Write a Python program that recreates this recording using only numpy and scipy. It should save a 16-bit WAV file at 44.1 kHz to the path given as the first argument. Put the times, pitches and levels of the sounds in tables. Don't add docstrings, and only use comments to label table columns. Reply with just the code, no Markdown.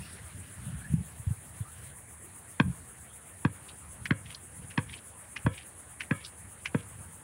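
import sys
import numpy as np
from scipy import signal
from scipy.fft import rfft, irfft
from scipy.io import wavfile

SR = 44100
rng = np.random.default_rng(int(sys.argv[2]) if len(sys.argv) > 2 else 0)


def bounce(signal):
    frames = np.transpose(np.atleast_2d(signal))
    limited = np.clip(frames, -1, 1)
    pcm = np.round(limited * 32767).astype(np.int16)
    wavfile.write(sys.argv[1], SR, pcm)


N = 318843
TIME = np.arange(N) / SR
SHORT = np.arange(SR // 2) / SR


def amp(db):
    return 10 ** (np.asarray(db) / 20)


def unit(x):
    return x / np.sqrt(np.mean(x ** 2) + 1e-20)


def curve(rows):
    return np.interp(TIME, *np.transpose(rows))


def hump(s, db, half_s):
    return amp(db) * np.exp(-((TIME - s) / half_s) ** 2)


def add(mix, s, sound):
    part = mix[max(round(s * SR), 0):][:len(sound)]
    part += sound[:len(part)]


def noise(colour):
    hz, db = np.transpose(colour)
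    shape_db = np.interp(np.log(np.fft.rfftfreq(N, 1 / SR) + 1), np.log(hz), db)
    return unit(irfft(rfft(rng.standard_normal(N)) * amp(shape_db), N))


def drift(top_hz):
    kept = np.fft.rfftfreq(N, 1 / SR) < top_hz
    return unit(irfft(rfft(rng.standard_normal(N)) * kept, N))


def band(x, low_hz, high_hz, order=2):
    edges_hz = [low_hz, min(high_hz, SR / 2 - 1)]
    return signal.sosfilt(signal.butter(order, edges_hz, "band", fs=SR, output="sos"), x)


def split(x, centres_hz):
    hz, spectrum = np.fft.rfftfreq(len(x), 1 / SR), rfft(x)
    return [irfft(spectrum * np.interp(hz, centres_hz, one), len(x)) for one in np.eye(len(centres_hz))]


def patchy(x, centres_hz, depth_db, top_hz):
    return sum(part * amp(depth_db * drift(top_hz)) for part in split(x, centres_hz))


def mode(hz, db, t60_s):
    return amp(db - 60 * SHORT / t60_s) * np.sin(2 * np.pi * hz * SHORT)


def push(start_hz, end_hz, sag_s, crest_s, steep):
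    hz = end_hz + (start_hz - end_hz) * np.exp(-SHORT / sag_s)
    age = SHORT / crest_s
    envelope = (age * np.exp(1 - age)) ** steep
    return envelope * np.sin(2 * np.pi * np.cumsum(hz) / SR)


# frequency in Hz, relative density in dB per Hz.
TRAFFIC_COLOUR = [(60, -22), (200, 3), (450, 0), (1000, 1), (1900, -3.5), (2800, -13.5), (4000, -25),
                  (6000, -28.5), (16000, -33)]
# time in seconds, relative level in dB.
RUSTLE_LEVEL = [(0.0, -60.5), (0.4, -62.5), (1.61, -67.5), (1.88, -62.5), (1.97, -71), (2.29, -72),
                (2.3, -69)]
# frequency in Hz, relative density in dB per Hz.
RUSTLE_COLOUR = [(300, 2.5), (1000, -11), (1700, 2.5), (3000, -4), (5000, -13.5), (11000, -17),
                 (16000, -11.5)]


def park(traffic_db=-59.0, swell_db=.5, rustle_db=6.0):
    traffic = noise(TRAFFIC_COLOUR) * amp(traffic_db + swell_db * drift(10))
    rustle = noise(RUSTLE_COLOUR) * amp(rustle_db + curve(RUSTLE_LEVEL) + drift(39))
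    return patchy(traffic + rustle, np.geomspace(400, 5000, num=14), depth_db=2.5, top_hz=11)


# time in seconds, throbs per second.
THROB_PACE = [(0, 7.47), (2, 7.64), (4.8, 7.86), (5.8, 8.56), (6.6, 7.97)]
# frequency in Hz, relative density in dB per Hz.
BUZZ_COLOUR = [(4500, -42), (5800, -22.5), (6400, -11), (7500, -6), (7900, -3.5), (8100, -1), (8800, 2),
               (9900, 3.5), (10550, 1.5), (10850, -13.5), (12000, -16), (16000, -30)]
# frequency in Hz, relative density in dB per Hz.
SIZZLE_COLOUR = [(5000, -32), (8000, -24), (11000, 1), (12500, -2.5), (15500, 0), (16000, 8)]
# time in seconds, level in dB.
SIZZLE_LEVEL = [(0, -63), (1.3, -55), (3.2, -58), (3.6, -59.5), (6.6, -61), (7.1, -56)]


def insects(buzz_db=-52.5, buzz_depth_db=2.5, sizzle_depth_db=4.5, waver_db=0.6, sizzle_waver_db=1.5, crest=0.17):
    turn = 2 * np.pi * np.cumsum(curve(THROB_PACE)) / SR
    throb = (np.cos(turn) + crest * np.cos(2 * turn)) * (1 + 0.092 * drift(3.6))
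    singers = patchy(noise(BUZZ_COLOUR), np.linspace(6000, 11000, num=14), depth_db=1.36, top_hz=9)
    buzz = singers * amp(buzz_db + buzz_depth_db * throb + waver_db * drift(32))
    sizzle_db = curve(SIZZLE_LEVEL) + sizzle_depth_db * throb + sizzle_waver_db * drift(28)
    return buzz + noise(SIZZLE_COLOUR) * amp(sizzle_db)


# time of the height in seconds, level in dB, half-length in seconds.
GUSTS = [(0, -40.5, 0.03), (0.363, -42.5, 0.021), (0.705, -39.5, 0.087), (0.962, -29.5, 0.067),
         (1.82, -53, 0.079), (2.676, -28.5, 0.043), (2.835, -53, 0.059), (4.084, -44.5, 0.18),
         (4.616, -44, .075), (4.891, -41, 0.031), (6.451, -52, 0.028), (7.0, -53.5, .17)]
# frequency in Hz, relative density in dB per Hz.
BREEZE_COLOUR = [(20, -64), (35, -32), (50, -8.5), (75, 5.5), (100, 3.5), (180, -4.5), (280, -19),
                 (450, -47), (1200, -87)]
# frequency in Hz, relative density in dB per Hz.
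BUFFET_COLOUR = [(35, -63), (70, 8), (110, 4.5), (170, 8.5), (240, -9), (340, -32.5), (700, -69)]
# start in seconds, level in dB, pitch as a factor.
PUFFS = [(0.663, -30.5, 0.8), (0.897, -29, 0.69), (.911, -28, 0.624), (0.9361, -15.5, 0.98),
         (1.194, -34.5, 0.71), (1.267, -20.5, 0.62), (1.305, -21, 0.74), (1.603, -25.5, .7),
         (2.678, -20.5, 0.96), (5.447, -23, 0.65)]
CALM_DB, EARLY_BREEZE_DB, BREEZE_DIES_S = -57, -55, 1.5
BUFFET_DB = -42.5


def wind(lumps_db=3):
    gusts = hump(0, EARLY_BREEZE_DB, BREEZE_DIES_S) + sum(hump(*gust) for gust in GUSTS)
    buffet = gusts ** 2 / (gusts ** 2 + amp(BUFFET_DB) ** 2)
    rumble = amp(CALM_DB) + (1 - buffet) * gusts * amp(lumps_db * drift(8.9))
    out = rumble * noise(BREEZE_COLOUR) + buffet * gusts * noise(BUFFET_COLOUR)
    for s, db, pitch in PUFFS:
        puff = push(start_hz=215 * pitch, end_hz=130 * pitch, sag_s=0.0091, crest_s=.0062 / pitch, steep=1.96)
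        add(out, s, amp(db) * puff)
    return out


# time of the height in seconds, level in dB, half-length in seconds, centre in Hz, width in Hz.
SWISHES = [(.035, -55.5, 0.038, 2680, 358), (.076, -61, 0.12, 4500, 2430), (.194, -58, .033, 1970, 200),
           (.723, -58.5, .11, 1540, 630), (0.846, -50.5, 0.0348, 1683, 220),
           (1.67, -56.5, 0.025, 1250, 118), (3.118, -63, .028, 3360, 497)]


def clothing(rise_share=.06):
    out = np.zeros(N)
    for s, db, half_s, hz, width_hz in SWISHES:
        centre_hz = hz * (1 + rise_share * np.clip((TIME - s) / half_s, -2, 2))
        carrier = np.cos(2 * np.pi * np.cumsum(centre_hz) / SR)
        out += hump(s, db, half_s) * unit(drift(width_hz / 2) * carrier)
    return out


# nominal mode in Hz, relative level in dB, t60 in seconds.
SHELL_MODES = [(476, 0.5, 0.053), (596, -2.5, 0.032), (983, -8, 0.051), (1116, 2.5, 0.015),
               (1622, 4.5, 0.011), (1930, -2, 0.0089), (2220, -4, 0.004), (2420, -6.5, 0.011),
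               (3180, -4, 0.0075), (4170, -15, 0.02), (5100, -12, 0.01)]
SLAP_HZ = (550, 1000, 1700, 2900, 5000)


def slap(levels_db, grit=0.048, grit_rise_s=0.0013, grit_decay_s=0.0021, lift_s=0.011, lift_grit=0.011, tick_db=-7):
    t = SHORT - .01
    crush = grit * np.exp(np.minimum(t / grit_rise_s, -t / grit_decay_s))
    lift_off = lift_grit * np.exp(-((t - lift_s) / 0.0043) ** 2)
    force = (crush + lift_off) * rng.standard_normal(len(t))
    force[np.argmin(abs(t))] += .5
    shifts = rng.normal(1, .015, len(SHELL_MODES))
    shell = sum(mode(hz * shift, db, t60_s) for shift, (hz, db, t60_s) in zip(shifts, SHELL_MODES))
    struck = signal.fftconvolve(force, shell)[:len(t)]
    knock = band(struck + amp(tick_db) * force, 204, 3100, order=3)
    return sum(amp(db) * unit(part) for db, part in zip(levels_db, split(knock, SLAP_HZ)))


# cluster centre in Hz, relative level in dB, t60 in seconds.
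CAVITY_MODES = [(520, 5.5, 0.21), (1027, -4.5, 0.29), (1310, 5, 0.15), (1704, 0, 0.27), (2260, -5, 0.47),
                (2770, -11, 0.44), (3300, -8.5, 0.24)]


def ring(blur=0.036, count=14):
    out = np.zeros(len(SHORT))
    for hz, db, t60_s in CAVITY_MODES:
        draws = rng.standard_normal((count, 2))
        cluster = sum(weight * mode(hz * (1 + blur * away), db, t60_s) for away, weight in draws)
        out += unit(cluster) * mode(hz, db, t60_s).std()
    return out


# touch in seconds, thump level in dB, thump pitch as a factor, slap level in dB,
# slap brightness in dB per octave, range favoured by the struck spot in Hz, ring gain in dB.
BOUNCES = [(2.6002, -12, 1.32, -41.5, 1.4, 1000, -56), (3.4506, -14, 1.15, -48.5, -0.9, 1000, -51),
           (4.1088, -15, 1.19, -48, 3, 1650, -47.5), (4.7785, -19, 1.21, -46, 4, 1000, -50.5),
           (5.4650, -13.5, 1.07, -50, -1.5, 1000, -44), (6.111, -18.5, 1.28, -49.5, 1, 1560, -42.5),
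           (6.7475, -18, 1.26, -52, -2, 550, -48)]
SLAP_DB = [-2, -6.5, 0, -9, -18.5]
SPOT_DB, SPOT_OCTAVES = 6, .3
FIRST_BOUNCE_S = BOUNCES[0][0]
DULLING_DB_PER_S = 2.5


def ball(thump_delay_s=0.002, belly_db=-10):
    low, high = np.zeros((2, N))
    hz = np.array(SLAP_HZ)
    for s, thump_db, pitch, slap_db, brightness, spot_hz, ring_db in BOUNCES:
        thump = push(start_hz=238 * pitch, end_hz=72 * pitch, sag_s=0.006, crest_s=0.0051, steep=0.87)
        belly = amp(belly_db) * push(start_hz=267, end_hz=254, sag_s=0.011, crest_s=0.0038, steep=1.28)
        tilt_db = brightness * np.log2(hz / np.median(hz))
        spot_db = SPOT_DB * np.exp(-(np.log2(hz / spot_hz) / SPOT_OCTAVES) ** 2)
        far_db = DULLING_DB_PER_S * (s - FIRST_BOUNCE_S) * (hz / hz.max()) ** 2
        add(low, s + thump_delay_s, amp(thump_db) * (thump + belly))
        add(high, s - .01, slap(slap_db + np.array(SLAP_DB) + tilt_db + spot_db - far_db))
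        add(high, s, amp(ring_db) * ring())
    return low, high


def sparse_tail(taps_per_s, t60_s):
    taps = rng.standard_normal(len(SHORT)) * (rng.random(len(SHORT)) < taps_per_s / SR)
    return taps * amp(-60 * SHORT / t60_s)


def court(x, wet_db, t60_s):
    tail = sparse_tail(2000, t60_s) * (1 - np.exp(-SHORT / 0.0056))
    return x + amp(wet_db) * signal.fftconvolve(x, tail / np.linalg.norm(tail))[:N]


ECHO_DB, ECHO_DB_PER_S = -39, 3.5


def far_echo(x, delay_s=.038, t60_s=0.37):
    tail = sparse_tail(1500, t60_s)
    out = np.zeros(N)
    add(out, delay_s, signal.fftconvolve(band(x, 470, 5500), tail / np.linalg.norm(tail))[:N])
    return out * amp(ECHO_DB + ECHO_DB_PER_S * (TIME - FIRST_BOUNCE_S))


# time in seconds, level in dB, decay in seconds.
HEELS = [(4.057, -29.5, 0.0037), (4.709, -47, 0.016), (5.366, -34.5, 0.01), (6.007, -32.5, 0.0097),
         (6.659, -30, 0.01)]
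# time in seconds, level in dB, centre in Hz, decay in seconds,
# level in dB of the second drag leading up to it.
TOES = [(3.689, -48, 2900, 0.012, -65), (4.348, -38, 4170, .0035, -47), (4.979, -53, 3300, 0.0083, -43),
        (5.624, -59, 3200, .012, -46), (6.249, -41, 3650, 0.013, -54), (6.833, -64, 3500, 0.0098, -53)]
HEEL_HZ = 2110
SOLE_DELAY_S, SOLE_DB, SOLE_S, SOLE_HZ = 0.011, -15, .005, 2600
DRAG_LEAD_S, DRAG_S, DRAG_HZ, FIRST_DRAG_DB = .043, 0.024, 2520, -5.5


def scuffs():
    rows = []
    for s, db, length_s in HEELS:
        rows.append((s, db, HEEL_HZ, length_s))
        rows.append((s + SOLE_DELAY_S, db + SOLE_DB, SOLE_HZ, SOLE_S))
    for s, db, hz, length_s, drag_db in TOES:
        rows.append((s - 2 * DRAG_LEAD_S, drag_db + FIRST_DRAG_DB, DRAG_HZ, DRAG_S))
        rows.append((s - DRAG_LEAD_S, drag_db, DRAG_HZ, DRAG_S))
        rows.append((s, db, hz, length_s))
    return rows


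def shoes(rise_share=0.36, width=1.394, grain_db=6.5, clump_db=3.5, clump_hz=170, fizz_db=-13, tap_db=-7, tap_t60_s=0.018):
    out, t = np.zeros(N), SHORT - .03
    clumps_db = clump_db * drift(clump_hz)
    for s, db, hz, length_s in scuffs():
        sizes_db = grain_db * np.repeat(rng.normal(size=len(t)).clip(-2, 2), 16)[:len(t)]
        swell = np.exp(np.minimum(t / (rise_share * length_s), -t / length_s))
        local_clumps_db = np.roll(clumps_db, -round(s * SR))[:len(t)]
        grains = swell * amp(sizes_db + local_clumps_db) * rng.standard_normal(len(t))
        rasp = unit(band(grains, hz / width, hz * width, order=3))
        fizz = unit(band(grains, 890, 6170, order=6))
        size = amp(db) * swell.std()
        tap = 0.0061 / length_s * amp(tap_db) * unit(mode(hz, 0, tap_t60_s))
        add(out, s + t[0], size * (rasp + amp(fizz_db) * fizz))
        add(out, s, size * tap)
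    return out


def scene():
    background = park() + insects() + wind() + clothing()
    thumps, slaps = ball()
    play = court(thumps, wet_db=-16.5, t60_s=0.15) + court(slaps, wet_db=-16, t60_s=0.12)
    play += court(shoes(), wet_db=-15.5, t60_s=0.073)
    return (background + play + far_echo(slaps))[None]


EDGE_HZ = 15780


def record(dry, threshold_db=-27, squeeze=0.49, recovery_db_per_s=160):
    power_db = 10 * np.log10(signal.lfilter(np.ones(512) / 512, 1, dry[0] ** 2) + 1e-12)
    fall_db = TIME * recovery_db_per_s
    held_db = np.maximum.accumulate(power_db + fall_db) - fall_db
    over_db = np.maximum(held_db - threshold_db, 0)
    lag = np.exp(-1 / (0.0052 * SR))
    ducked = dry * amp(-squeeze * signal.lfilter([1 - lag], [1, -lag], over_db))
    lean = signal.sosfilt(signal.butter(2, 36, "high", fs=SR, output="sos"), ducked)
    low_pass = signal.firwin(1023, EDGE_HZ, window=("kaiser", 9), fs=SR)
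    return signal.oaconvolve(lean, low_pass[None], "same")


dry = scene()
out = record(dry)
bounce(out)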